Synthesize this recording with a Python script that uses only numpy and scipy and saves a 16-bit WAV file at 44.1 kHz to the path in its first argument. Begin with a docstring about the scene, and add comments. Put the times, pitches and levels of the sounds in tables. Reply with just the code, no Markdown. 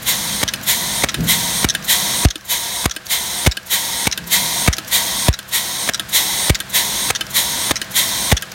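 """Capsule filling machine

Close by in a workshop, about a hundred strokes a minute. Each stroke a vacuum valve opens with a
rush, air whistles in through the capsule plate, and the valve slaps shut with a gust that thumps
the microphone; the level often dips. The loading comb ticks, scrapes forward and clacks against its
stop. Loose capsules tap in their chutes. Underneath, the drive rumbles and the frame booms."""
import sys
import numpy as np
from scipy import signal
from scipy.fft import rfft, irfft
from scipy.io import wavfile
from scipy.ndimage import uniform_filter1d, minimum_filter1d, map_coordinates

SR = 44100
rng = np.random.default_rng(int(sys.argv[2]) if len(sys.argv) > 2 else 0)


def wav_record(signal):
    """Record a signal, one row per channel, as 16-bit PCM in the file named by sys.argv[1]."""
    frames = np.transpose(np.atleast_2d(signal))
    bounded = np.clip(frames, -1, 1)
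    # unit amplitude maps onto the largest positive 16-bit level
    quanta = np.round(bounded * 32767).astype(np.int16)
    wavfile.write(sys.argv[1], SR, quanta)


N = 376613
TIME = np.arange(N) / SR


def from_db(db):
    return 10 ** (np.asarray(db) / 20)


def unit_rms(x):
    return x / np.sqrt(np.mean(x ** 2) + 1e-20)


def noise():
    return rng.standard_normal(N)


def drift(per_s):
    """Smooth random wander, spread about 1."""
    steps = rng.standard_normal(int(TIME[-1] * per_s) + 4)
    return map_coordinates(steps, [TIME[::64] * per_s + 1], order=3).repeat(64)[:N]


def hump(t, rise_s, fall_s):
    """Gaussian swell, height 1 at t = 0."""
    return np.exp(-.5 * (t / np.where(t < 0, rise_s, fall_s)) ** 2)


def bursts(starts_s, holds_s, levels_db, rise_s, fall_s):
    """Contact envelopes: rise, hold, decay."""
    out, t = np.zeros(N), TIME[:SR // 10]
    for start, hold, db in np.broadcast(starts_s, holds_s, levels_db):
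        envelope = from_db(db) * (1 - np.exp(-t / rise_s)) * np.exp(-np.maximum(t - hold, 0) / fall_s)
        span = out[int(start * SR):][:len(t)]
        span += envelope[:len(span)]
    return out


def coloured(x, spectrum, size=4096):
    """Minimum-phase filter, unit power gain."""
    hz, level_db = np.transpose(spectrum)
    grid_hz = np.maximum(np.arange(size // 2 + 1) * SR / size, 1)
    gain = unit_rms(from_db(np.interp(np.log(grid_hz), np.log(hz), level_db)))
    cepstrum = irfft(np.log(gain))
    cepstrum[1:size // 2] *= 2
    cepstrum[size // 2 + 1:] = 0
    return signal.oaconvolve(x, irfft(np.exp(rfft(cepstrum))))[:N]


def resonate(x, hz, width_hz):
    """Two-pole resonance, peak gain 1."""
    r = np.exp(-np.pi * width_hz / SR)
    feedback = [1, -2 * r * np.cos(2 * np.pi * hz / SR), r * r]
    return signal.lfilter(np.array([1, 0, -1]) * (1 - r * r) / 2, feedback, x + 1e-18)


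def steel_part(force, modes, vary_db, damping=0):
    """Modes ring in a drifting mix; contact damping widens each by a share of its pitch."""
    impulse = signal.unit_impulse(4096)
    out, response = 0, 0
    for k, (hz, width_hz, db) in enumerate(modes):
        gain = (-1) ** k * from_db(db)
        damped_hz = width_hz + damping * hz
        response += gain * resonate(impulse, hz, damped_hz)
        out += gain * resonate(force, hz, damped_hz) * from_db(vary_db * drift(2.056))
    return out / np.linalg.norm(response)


def grit(per_s, smooth_db):
    """Tiny random slips over smooth friction noise."""
    slips = unit_rms(noise() * (rng.random(N) < per_s / SR))
    return unit_rms(slips + from_db(smooth_db) * noise())


# Motor and pump tones: f/Hz, relative level/dB
DRIVE_TONES = [(100, -21), (128, -14.5), (195, -13), (360, -22), (507, -19), (650, -16), (1064, -21),
               (1600, -23)]
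# Drive rumble: f/Hz, relative level/dB
DRIVE_SPECTRUM = [(25, -12), (60, 8.5), (110, 5.5), (190, -1), (300, -3.5), (430, -2.5), (650, 1),
                  (1000, 0.5), (1630, 5.5), (2000, 0.5), (4000, -2), (6000, -6.5), (9000, -11),
                  (15000, -17)]


def drive(gain_db=-32.5, rumble_db=-1, waver_rad=0.97):
    """Cams and pump rumble and hum, the tones wavering slightly."""
    hum = sum(from_db(db) * np.sqrt(2) * np.sin(2 * np.pi * hz * TIME + waver_rad * drift(8))
              for hz, db in DRIVE_TONES)
    rumble = from_db(rumble_db) * coloured(noise(), DRIVE_SPECTRUM)
    return from_db(gain_db) * (rumble + hum)


# Frame boom: f/Hz, relative level/dB
FRAME_SPECTRUM = [(25, -44), (55, -3.5), (85, -13.5), (135, -2.5), (175, -2), (215, -2), (330, -16),
                  (500, -20.5), (2000, -45)]
# Frame shudders: t/s, boom level/dB, lingering level/dB
FRAME_SHUDDERS = [(1.207, -19, -27.5), (4.22, -52, -35)]


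def frame(dip_db, dip_ratio=4.1, steady_db=-36.5, rumble_db=-3, tone_hz=170, tone_db=-5, waver_rad=0.93):
    """The frame booms softly; each shudder swells the rumble and one unsteady low resonance."""
    swell = sum(from_db(boom_db) * hump(TIME - start, rise_s=0.024, fall_s=0.041)
                + from_db(linger_db) * hump(TIME - start, rise_s=0.024, fall_s=0.31)
                for start, boom_db, linger_db in FRAME_SHUDDERS)
    tone = np.sqrt(2) * np.sin(2 * np.pi * tone_hz * TIME + waver_rad * drift(39.9))
    rumble_gain = np.hypot(from_db(steady_db - dip_ratio * dip_db), from_db(rumble_db) * swell)
    return rumble_gain * coloured(noise(), FRAME_SPECTRUM) + from_db(tone_db) * swell * tone


# Air resonances of plate holes and duct: f/Hz, width/Hz, relative level/dB
DUCT_MODES = [(524, 240, -10.5), (715, 213, -5), (939.5, 103, 2), (1088, 106, -4.5), (1520, 960, -16),
              (1990, 374, -4), (2003, 1030, -9), (3170, 370, -3.5), (3430, 340, -3.5), (3837, 790, 1),
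              (4540, 330, -5), (5255, 220, -6), (5670, 1280, -4), (6460, 690, -2), (7240, 1000, -9),
              (8270, 540, -6), (8740, 1100, -3), (9830, 800, -5.5), (10940, 650, -12.5),
              (12370, 2900, -9.5), (14200, 2400, -13), (15400, 2000, -16)]


def duct_air():
    """Turbulence excites each resonance independently."""
    return unit_rms(sum(from_db(db) * resonate(resonate(noise(), hz, width_hz), hz, width_hz)
                        for hz, width_hz, db in DUCT_MODES))


# Opening rush against steady draw: f/Hz, gain/dB
RUSH_EQ = [(100, 6), (900, -10), (1400, 0), (2000, 1), (2800, 2.5), (3900, -1), (6400, -6.5), (8800, -2.5),
           (15000, -17)]
# Duct buffeting: f/Hz, relative level/dB
BUFFET_SPECTRUM = [(25, -16), (60, 1), (90, -15), (130, -10), (200, 4.5), (250, -6.5), (320, -1),
                   (450, -7.5), (700, -21), (2000, -29)]
# Valve edge hiss: f/Hz, relative level/dB
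EDGE_SPECTRUM = [(1000, -40), (4000, -39), (7000, 1.5), (8700, -12.5), (10500, -2.5), (13000, 0.5),
                 (15000, -4.5)]
# One row per cam turn: suction/dB, valve flutter/s, gust/dB, tick delay/s, scrape/dB, dip depth/dB
STROKES = [(-22, .0075, -8.5, .0485, -15, 0.3), (-21, 0.0099, -12, .050, -14, -2),
           (-20, .008, 1, .045, -15, 0.5), (-19, .0065, 14, 0.036, -13, 9.5),
           (-19.5, .0058, 1.5, 0.04, -12.5, 7.5), (-20, .0135, 10, .050, -13, 7),
           (-19, 0.00738, -6.5, .044, -13, 3.5), (-18, .0098, 8.5, .052, -13, 2),
           (-19.5, .0075, 11.5, 0.046, -12, 6.5), (-20, 0.0086, -29, .046, -14, 2.5),
           (-18, 0.0092, 9, .0507, -12, 2.5), (-19.5, 0.0073, -13, .0477, -16, 1.5),
           (-20, 0.0087, -12, .048, -16.5, 1.5), (-20, .013, 9.5, .052, -16.5, 3)]
SUCTION_DB, FLUTTER_S, GUST_DB, TICK_DELAY_S, SCRAPE_DB, DIP_DB = np.transpose(STROKES)
FIRST_SLAP_S, CYCLE_S, OPEN_S = 0.4295, 0.6066, 0.4209
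SLAP_S = FIRST_SLAP_S + CYCLE_S * np.arange(len(STROKES))


def suction(rush_db=6.5, draw_db=-0.22, edge_db=-2, buffet_db=-19, leak_db=-13.5, shut_s=0.0048):
    """Stored vacuum empties in a rush, then the pump draws steadily until the valve shuts."""
    spit_at_s, draw_at_s, hiss_at_s, rush_at_s = 0.022, 0.074, 0.081, 0.082   # after opening
    draw_rise_s, tail_fall_s = 0.0088, 0.083
    rush, draw, edge = np.zeros((3, N))
    for slap, flutter, db in zip(SLAP_S, FLUTTER_S, SUCTION_DB):
        span = (TIME > slap - OPEN_S) & (TIME < slap + flutter + shut_s * 10)
        t = TIME[span] - slap + OPEN_S
        valve = from_db(db) * np.exp(-np.maximum(t - OPEN_S - flutter + shut_s, 0) / shut_s)
        opened = 1 / (1 + np.exp((draw_at_s - t) / draw_rise_s))
        leak = from_db(leak_db) * np.minimum(t / spit_at_s, 1)
        rush[span] += valve * hump(t - rush_at_s, rise_s=0.017, fall_s=0.038)
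        draw[span] += valve * np.maximum(opened, leak)
        # The edge spits as the seal cracks, hisses with the rush, dies away.
        spit = from_db(-6) * hump(t - spit_at_s, rise_s=0.0062, fall_s=0.0062)
        hiss = from_db(4) * hump(t - hiss_at_s, rise_s=0.017, fall_s=0.017)
        tail = from_db(3) * opened * np.exp((hiss_at_s - t) / tail_fall_s)
        edge[span] += valve * (spit + hiss + tail)
    air = duct_air()
    rush_air = from_db(rush_db) * unit_rms(coloured(air[::-1], RUSH_EQ))   # reversed to decorrelate
    draw_air = from_db(draw_db) * air + from_db(buffet_db) * coloured(noise(), BUFFET_SPECTRUM)
    edge_air = from_db(edge_db + 0.6 * drift(2.97)) * coloured(noise(), EDGE_SPECTRUM)
    return draw * draw_air + rush * rush_air + edge * edge_air


def panel_echoes(x, count=8, echo_db=-22):
    """Short echoes off nearby steel come and go as the hand holding the microphone moves."""
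    lags = rng.integers(SR // 1000, SR // 130, count)
    return x + sum(from_db(echo_db) * drift(2.09) * np.pad(x, (lag, 0))[:N] for lag in lags)


def workshop(x, t60_s=0.15, predelay_s=0.003, cutoff_hz=5000):
    """Dense dull reflections from panels and walls."""
    t = TIME[:SR // 2]
    tail = rng.standard_normal(len(t)) * from_db(-60 * t / t60_s) * (t > predelay_s)
    tail = signal.sosfilt(signal.butter(1, cutoff_hz, fs=SR, output="sos"), tail)
    return signal.oaconvolve(x, tail / np.linalg.norm(tail))[:N]


def narrowing_hiss(gain_db=-5.5, centre_hz=8850, half_width_hz=600, climb_hz_per_s=6000):
    """Late in each stroke the air path narrows: a thin band of hiss swells and climbs."""
    lead_s = 0.059
    level, pitch_hz = np.zeros((2, N))
    for slap, db in zip(SLAP_S, SUCTION_DB):
        span = (TIME > slap - OPEN_S) & (TIME < slap)
        t = TIME[span] - (slap - lead_s)
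        level[span] = from_db(gain_db + db) * hump(t, rise_s=0.043, fall_s=0.043)
        pitch_hz[span] = centre_hz + climb_hz_per_s * t
    lowpass = signal.butter(2, half_width_hz, fs=SR, output="sos")
    baseband = unit_rms(signal.sosfilt(lowpass, [noise(), noise()]))
    phase = 2 * np.pi * np.cumsum(pitch_hz) / SR
    return level * (baseband[0] * np.cos(phase) + baseband[1] * np.sin(phase))


# Seal on valve seat: f/Hz, relative level/dB
SLAP_SPECTRUM = [(60, -7.5), (250, 4), (600, 1), (1000, 2.5), (1450, 1), (2200, 4), (2700, -3), (3600, 0),
                 (4900, -6.5), (6400, -4.5), (7600, -8), (8700, -4.5), (10500, -10), (15000, -13.5)]


def valve_slaps(brush_lead_s=0.0141, slap_db=-9, gust_share=0.077):
    """The seal brushes its seat, then flutters shut, harder with a strong gust; the block rings."""
    brush = bursts(SLAP_S - brush_lead_s, holds_s=0.0042, levels_db=-20, rise_s=0.00048, fall_s=0.0013)
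    slap = bursts(SLAP_S, FLUTTER_S, slap_db + gust_share * GUST_DB, rise_s=0.00025, fall_s=0.0012)
    contact = (brush + slap) * coloured(noise(), SLAP_SPECTRUM)
    lower_ring = from_db(-5) * resonate(contact, hz=2250, width_hz=130)
    upper_ring = from_db(-14) * resonate(contact, hz=2560, width_hz=130)
    return contact + lower_ring + upper_ring


def gusts(lead_s=0.00344, low_cut_hz=49, damping=1.15, stages=4):
    """The seating valve emits one pressure push; the microphone's bass cut makes it a falling thump."""
    pressure = 2 * bursts(SLAP_S + FLUTTER_S - lead_s, 0, GUST_DB, rise_s=0.00024, fall_s=0.00081)
    w = 2 * np.pi * low_cut_hz
    highpass = signal.bilinear([1, 0, 0], [1, damping * w, w * w], SR)
    for _ in range(stages):
        pressure = signal.lfilter(*highpass, pressure + 1e-18)
    return pressure


def level_dips(onset_s=0.008, brief_s=0.26, linger_share=0.59, linger_s=1.24):
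    """Depth in dB of the dip after a slap; recovery is quick at first, then slow."""
    depth_db = np.zeros(N)
    for slap, flutter, db in zip(SLAP_S, FLUTTER_S, DIP_DB):
        t = np.maximum(TIME - slap - flutter, 0)
        onset = np.minimum(t / onset_s, 1)
        brief = np.exp(-(t / brief_s) ** 6)
        lingering = linger_share * np.exp(-t / linger_s)
        depth_db = np.maximum(depth_db, db * onset * np.maximum(brief, lingering))
    return depth_db


# Loading comb modes: f/Hz, width/Hz, relative level/dB
COMB_MODES = [(1350, 67, -1), (1640, 87, 1), (1960, 250, 1.5), (2680, 2000, -4.5), (3490, 690, 5),
              (3960, 180, 6.5), (4200, 260, 0), (4970, 1500, -0.5), (5780, 750, 5), (6870, 630, -6.5),
              (8100, 690, -9), (13780, 9700, -24)]


def comb(slide_delay_s=0.054, slide_s=0.0057):
    """A tick as the play is taken up, then a short gritty slide."""
    tick = bursts(SLAP_S + TICK_DELAY_S, holds_s=0.0014, levels_db=-14.5, rise_s=0.00012, fall_s=0.0021)
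    slide = bursts(SLAP_S + slide_delay_s, slide_s, SCRAPE_DB, rise_s=0.0003, fall_s=0.0055)
    force = tick * noise() + slide * grit(per_s=5000, smooth_db=-8)
    return steel_part(force, COMB_MODES, vary_db=3)


# Carriage modes: f/Hz, width/Hz, relative level/dB
CARRIAGE_MODES = [(213, 13, -6), (317, 21, 0), (645, 58, -13), (1292, 22, -2.5), (1614, 52, 4.5),
                  (1880, 111, -4.5), (2590, 106, -3.5), (3025, 47, 1), (3540, 310, -4), (4350, 140, -4.5),
                  (5070, 23, -5), (5600, 450, -17), (6270, 200, -12), (7130, 61, -7), (8900, 450, -9.5),
                  (9550, 230, -9), (12300, 280, -12), (13670, 48, -26), (16400, 162, -22)]


def carriage(delay_s=0.1066, contact_s=0.0011):
    """Hard knock and bright crack on the stop; loose parts chatter, one plate buzzes on."""
    stops_s = SLAP_S + delay_s
    knock = bursts(stops_s, contact_s, levels_db=-12, rise_s=0.0001, fall_s=0.0045)
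    chatter = bursts(stops_s, contact_s, levels_db=-19, rise_s=0.0012, fall_s=0.009)
    crack = bursts(stops_s, contact_s, levels_db=-17.5, rise_s=0.0001, fall_s=0.0016) * noise()
    buzz = bursts(stops_s, holds_s=0.073, levels_db=-21, rise_s=0.02, fall_s=0.016) * noise()
    force = knock * noise() + chatter * grit(per_s=1300, smooth_db=-10)
    rattle = steel_part(force, CARRIAGE_MODES, vary_db=2, damping=0.013)
    return crack + rattle + resonate(buzz, hz=1630, width_hz=130)


# Loudest capsule taps: t/s, relative level/dB
LOUD_TAPS = [(1.2072, -19.5), (1.8446, -23), (3.067, -12), (4.7671, -14), (4.8794, -20), (8.517, -17)]
# Capsule shell: f/Hz, relative level/dB
SHELL_SPECTRUM = [(500, -24), (1500, -9), (2500, -4), (3700, -7), (5800, 3), (8000, -14.5), (15000, -9)]


def capsules(gain_db=-6, contact_s=0.0008, faint_per_stroke=2, faint_db=-22, spread_db=1.5):
    """Light shells tap drily in their chutes; faint taps fall at random after each slap."""
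    delay_range_s = (0.08, 0.22)
    faint = [(slap + rng.uniform(*delay_range_s), rng.normal(faint_db, spread_db))
             for slap in np.repeat(SLAP_S, faint_per_stroke)]
    starts_s, levels_db = np.transpose(list(LOUD_TAPS) + faint)
    taps = bursts(starts_s, contact_s, levels_db, rise_s=0.0001, fall_s=0.0032)
    return from_db(gain_db) * taps * coloured(noise(), SHELL_SPECTRUM)


def scene(room_db=-24):
    """Close, nearly dry, both channels alike. Slaps and gusts bypass the dips."""
    dip_db = level_dips()
    dip_gain = from_db(-dip_db)
    machine = valve_slaps()
    machine += dip_gain * (panel_echoes(suction()) + narrowing_hiss() + comb() + carriage() + capsules())
    room = from_db(room_db) * workshop(machine)
    mix = machine + room + dip_gain * drive() + frame(dip_db) + gusts()
    return np.array([mix, mix])


def record(dry, threshold=0.9, ceiling=0.76, cutoff_hz=15900):
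    """Fast limiter on the thumps, soft clip, steep low-pass."""
    window = SR // 1500
    gain = threshold / np.maximum(np.abs(dry), threshold)
    limited = dry * uniform_filter1d(minimum_filter1d(gain, window), window)
    clipped = limited / (1 + (limited / ceiling) ** 8) ** (1 / 8)
    return signal.sosfilt(signal.ellip(12, .1, 80, cutoff_hz, fs=SR, output="sos"), clipped)


dry = scene()
out = record(dry)
wav_record(out)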